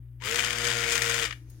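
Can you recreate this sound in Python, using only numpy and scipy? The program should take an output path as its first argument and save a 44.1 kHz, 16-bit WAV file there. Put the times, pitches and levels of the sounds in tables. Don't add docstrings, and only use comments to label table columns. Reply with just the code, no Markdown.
import sys
import numpy as np
from scipy import signal
from scipy.fft import rfft, irfft, next_fast_len
from scipy.io import wavfile
from scipy.ndimage import map_coordinates

SR = 44100
rng = np.random.default_rng(int(sys.argv[2]) if len(sys.argv) > 2 else 0)


def store_wav(level_fs):
    pcm = np.round(np.clip(np.atleast_2d(level_fs), -1, 1) * 32767)
    wavfile.write(sys.argv[1], SR, pcm.T.astype(np.int16))


N = 70560

# f/Hz, level/dB
HUM_TONES = [(59.6, -51), (119.6, -52.5)]
# t/s, level/dB
BEATING = [(.25, 7), (.35, -2), (.52, 0.5), (.76, 7.5), (1.5, 5)]
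# f/Hz, level/dB
ROOM_COLOUR = [(25, -6), (55, 11.5), (190, -20.5), (310, -1.5), (420, -18.5), (800, -29), (1800, -33),
               (3200, -55)]
# t/s, level/dB
FAINT_LEVEL = [(0, -95), (1.3, -57), (1.46, -73.5), (1.52, -66.5)]
# f/Hz, level/dB
FAINT_COLOUR = [(3000, -4), (6000, 2), (8400, -7.5), (9400, 0.5), (16000, -9)]
# t/s, f/Hz
PUMP_SPEED = [(.2, 70), (.25, 98.7), (.298, 111.5), (.358, 119), (.458, 119.5), (.88, 116.8), (1.2, 116.5),
              (1.26, 113), (1.35, 70)]
# t/s, level/dB
WHIRR_LEVEL = [(.2, -75), (.285, -46.5), (.298, -37), (.325, -37.5), (.36, -44.5), (.45, -49), (.6, -45),
               (.65, -40), (1.245, -40), (1.275, -77)]
# t/s, level/dB
MOTOR_LEVEL = [(.19, -105), (.215, -54.5), (.27, -42.5), (.45, -42.5), (.8, -39), (1.23, -42.5), (1.3, -52),
               (1.38, -120)]
# multiple of the pump speed, level/dB
DRONE_TONES = [(1, -9), (2, -13), (3, -12), (5, -9), (6, -11), (12, -3)]
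# f/Hz, level/dB
VALVE_COLOUR = [(300, -40), (800, -16), (1400, 0), (3500, -5), (5000, -12), (7500, -11), (12000, -40)]
# f/Hz, width/Hz, level/dB
HOUSING_RESONANCES = [(750, 50, -14.5), (1823, 47, 3.5), (2412, 32, 5.5), (2630, 100, -5.5),
                      (4006, 190, -8), (4480, 166, -15), (4725, 110, 6.5), (3045, 29, 2)]
# t/s, level/dB
FOAM_FLOW = [(.19, -81), (.205, -54), (.25, -33.5), (.3, -33.5), (.38, -30), (.46, -31.5), (.49, -33),
             (.6, -32.5), (.67, -29), (.75, -31.5), (.87, -31.5), (.95, -28), (1, -32.5), (1.06, -29.5),
             (1.24, -30.5), (1.3, -42.5), (1.38, -74.5)]
# f/Hz, level/dB
FOAM_COLOUR = [(100, -14), (300, -19), (750, -11), (1000, -10), (1350, -2.5), (2200, 0.5), (3500, -2.5),
               (5800, -9.5), (6700, -7), (8200, -12), (9700, -16), (10400, -22), (16000, -32)]
# t/s, level/dB
FIZZ_LEVEL = [(.2, -76), (.255, -45.5), (.39, -43), (.5, -50.5), (.85, -48), (.93, -42.5), (1.24, -47),
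              (1.34, -78)]
# t/s, level/dB, extra treble/dB, length/s
AIR_POCKETS = [(0.2207, -28, -3.5, 0.004), (0.272, -19, -16, .006), (0.295, -20, 3, 0.0023),
               (0.311, -19, 6, 0.0037), (0.343, -16, 2, 0.0058), (0.357, -18, 6.5, .006),
               (0.385, -15.5, -6, 0.0084), (0.3936, -10, 1.5, 0.0026), (0.4033, -12, -4.5, 0.0027),
               (0.4375, -12, -14, 0.0056), (0.4457, -14.5, 5, 0.0047), (0.463, -10, 0.5, 0.0012),
               (0.506, -13, 1, 0.0023), (.5295, -15, 3.5, .003), (0.585, -21.5, 11.5, 0.0025),
               (0.644, -19, 6, 0.0055), (0.673, -18, 6, 0.0044), (0.686, -17, 7, 0.0018),
               (.714, -15.5, 2, 0.0048), (0.807, -16.5, 8, 0.0015), (.8875, -27, 5, 0.0009),
               (.92, -21.5, 8.5, 0.015), (0.953, -16.5, 3.5, 0.0087), (.979, -5.5, 0, 0.0014),
               (1.0192, -15.5, 5.5, 0.0071), (1.043, -15, 1, 0.0025), (1.095, -20, 6.5, 0.0095),
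               (1.141, -17, 5, 0.0065), (1.224, -20, 0, 0.014), (1.251, -18.5, 3, 0.0097),
               (1.307, -19.5, -18, 0.0068), (1.3245, -25, -12, 0.0097)]
# t/s, f/Hz, level/dB
SQUEAK_PATH = [(1.43, 6060, -91), (1.5, 6600, -65), (1.53, 6630, -59), (1.58, 6350, -98)]
# f/Hz, level/dB
TICK_COLOUR = [(1000, -46), (5000, -8), (11000, -0.5)]
# f/Hz, likeness from 0 to 1
LIKENESS = [(300, 0.8), (900, 0.3), (2000, 0.4), (5000, .42), (9500, 0.3), (12000, 0.5)]
# f/Hz, phase/rad
LEFT_LEAD = [(360, 0.25), (468, -1.05), (585, 1.9), (1100, 0.37), (2000, 0.11), (3500, -1.2), (6400, 1.9),
             (8100, -1)]
# f/Hz, level/dB
LEFT_BOOST = [(100, 6), (650, 1), (1400, 11), (2400, 15), (4200, 10), (4900, 13.5), (6600, 17),
              (8000, 14.5), (9300, 1), (12000, -4.5)]


def amp(db):
    return 10 ** (np.asarray(db) / 20)


def unit(x):
    return x / np.sqrt(np.mean(x ** 2) + 1e-20)


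def along(points, hz):
    f, values = np.transpose(points)
    return np.interp(np.log(hz + 1), np.log(f + 1), values)


def curve(rows):
    return np.interp(np.arange(N) / SR, *np.transpose(rows))


def wobble(rate):
    return map_coordinates(rng.standard_normal(N // 8), [np.arange(N) * rate / SR])


def filtered(x, response):
    size = next_fast_len(N + SR // 2)
    return irfft(rfft(x, size) * response(np.fft.rfftfreq(size, 1 / SR)), size)[..., :N]


def coloured(x, level):
    size = 2 * next_fast_len(N)
    cepstrum = irfft(np.log(amp(level(np.fft.rfftfreq(size, 1 / SR)))), size)
    cepstrum[..., 1:size // 2] *= 2
    cepstrum[..., size // 2 + 1:] = 0
    return irfft(rfft(x, size) * np.exp(rfft(cepstrum)), size)[..., :N]


def shaped(x, colour):
    return unit(coloured(x, lambda hz: along(colour, hz)))


def brightened(x, treble_db, above_hz=4500):
    low = signal.sosfiltfilt(signal.butter(2, above_hz, fs=SR, output="sos"), x)
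    return low + amp(treble_db) * (x - low)


def background(room_db=-61.5, rise_db_per_s=5.5, left_extra_db=4.5):
    t = np.arange(N) / SR
    low, high = [np.sqrt(2) * amp(db + 0.2 * wobble(20)) * np.sin(2 * np.pi * (hz * t + rng.random()))
                 for hz, db in HUM_TONES]
    hum = low + amp(curve(BEATING)) * high
    noise = rng.standard_normal(N) + 0.13 * rng.standard_normal((2, N))
    room = amp(room_db + rise_db_per_s * t) * shaped(noise, ROOM_COLOUR)
    hiss = amp(curve(FAINT_LEVEL)) * shaped(rng.standard_normal((2, N)), FAINT_COLOUR)
    return (hum + room) * amp(left_extra_db * np.array([[.5], [-.5]])) + hiss


def housing(x, colour):
    def level(hz):
        ringing = sum(db / (1 + (2 * (hz - centre) / width) ** 2)
                      for centre, width, db in HOUSING_RESONANCES)
        return along(colour, hz) + ringing
    power_gain = np.mean(amp(level(np.linspace(0, SR / 2, N))) ** 2)
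    return coloured(x, level) / np.sqrt(power_gain)


def motor(strokes, ticking_db=-1.5):
    def tone(multiple, waver_db, drift):
        phase = 2 * np.pi * (multiple * strokes + rng.random()) + drift * wobble(24)
        return np.sqrt(2) * np.sin(phase) * amp(waver_db * wobble(40.19))
    drone = sum(amp(db) * tone(multiple, waver_db=2.6, drift=0.29) for multiple, db in DRONE_TONES)
    whirr = amp(curve(WHIRR_LEVEL)) * tone(multiple=4, waver_db=1.8, drift=0.15)
    clicks = np.diff(np.floor(strokes + .006 * wobble(120)), prepend=0)
    clicks *= amp(2 * wobble(120))
    ticking = amp(ticking_db) * housing(unit(clicks), VALVE_COLOUR)
    return whirr + amp(curve(MOTOR_LEVEL)) * (drone + ticking)


def foam(strokes):
    hiss_db, crackle_db, spit_db = -2, -4, -5
    bubbles_per_s, bubble_spread_db, flutter_db = 2400, 4, 1.62
    spit_decay_s, spit_spread_db = .0018, 3.5
    sizes = amp(bubble_spread_db * np.minimum(rng.exponential(size=N), np.pi))
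    signs = rng.choice([-1, 1], (2, N))
    bubbles = unit(sizes * signs * (rng.random(N) < bubbles_per_s / SR))
    flutter = amp(flutter_db * wobble(130))
    rush = flutter * (amp(hiss_db) * rng.standard_normal((2, N)) + amp(crackle_db) * bubbles)

    stroke = strokes.astype(int)
    age = (strokes - stroke) / curve(PUMP_SPEED) - spit_decay_s * rng.random(N)[stroke]
    strength = amp(spit_spread_db * np.minimum(rng.standard_normal(N), 1))[stroke]
    envelope = strength * (age > 0) * np.exp(-np.abs(age) / spit_decay_s)
    spits = brightened(unit(envelope * rng.standard_normal((2, N))), treble_db=3.5)

    flow_db = curve(FOAM_FLOW)
    nozzle = amp(flow_db) * (rush + amp(spit_db) * spits)
    treble_db = 0.53 * (flow_db + 29.5)
    return housing(brightened(nozzle, treble_db), FOAM_COLOUR)


def fizz(above_hz=9700):
    only_highs = signal.butter(3, above_hz, "highpass", fs=SR, output="sos")
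    return amp(curve(FIZZ_LEVEL)) * unit(signal.sosfilt(only_highs, rng.laplace(size=(2, N))))


def sputters(gain_db=-7.5, rise_s=0.0003):
    out = np.zeros((2, N))
    age = np.arange(SR // 20) / SR
    for start, db, treble_db, length in AIR_POCKETS:
        envelope = amp(db + gain_db) * (1 - np.exp(-age / rise_s)) * np.exp(-(age / length) ** 2)
        burst = envelope * rng.standard_normal((2, len(age)))
        out[:, round(start * SR):][:, :len(age)] += brightened(burst, treble_db)
    return housing(out, FOAM_COLOUR)


def squeak():
    path = np.array(SQUEAK_PATH)
    hz, db = curve(path[:, :2]), curve(path[:, ::2])
    t = np.arange(N) / SR
    phase = 2 * np.pi * np.cumsum(hz) / SR + wobble(400)
    sounding = (t > path[0, 0]) & (t < path[-1, 0])
    return np.array([[1], [0]]) * sounding * amp(db) * np.sin(phase)


def tick(start_s=1.4995, level_db=-48.5, fade_s=0.059):
    age = np.arange(N) / SR - start_s
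    envelope = amp(level_db - 60 * np.abs(age) / fade_s) * (age > 0)
    return envelope * shaped(rng.standard_normal((2, N)), TICK_COLOUR)


def bathroom(x, echo_db=-12, fade_s=.22):
    _, t, spectra = signal.stft(rng.standard_normal((2, SR // 2)), SR, nperseg=256)
    tail = signal.istft(spectra * amp(-60 * t / fade_s), SR, nperseg=256)[1]
    tail /= np.linalg.norm(tail, axis=1, keepdims=True)
    echoes = signal.fftconvolve(x, tail, axes=1)[:, :N]
    no_bass = signal.butter(4, 800, "highpass", fs=SR, output="sos")
    return x + amp(echo_db) * signal.sosfilt(no_bass, echoes)


def scene():
    strokes = np.cumsum(curve(PUMP_SPEED)) / SR
    pump = motor(strokes)
    direct, scattered = foam(strokes) + sputters()
    shared = filtered(direct, lambda hz: along(LIKENESS, hz))
    unshared = filtered(scattered, lambda hz: np.sqrt(1 - along(LIKENESS, hz) ** 2))
    right = filtered(pump + shared + unshared, lambda hz: np.exp(-1j * along(LEFT_LEAD, hz)))
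    in_room = bathroom(np.array([pump + direct, right]))
    balance = lambda hz: np.sqrt(2 / (1 + amp(along(LEFT_BOOST, hz) * np.array([[-1], [1]])) ** 2))
    return filtered(in_room, balance) + fizz() + tick() + squeak() + background()


def record(dry, top_hz=15950):
    fade = signal.windows.tukey(N, .006)
    return filtered(dry * fade, lambda hz: hz < top_hz)


dry = scene()
out = record(dry)
store_wav(out)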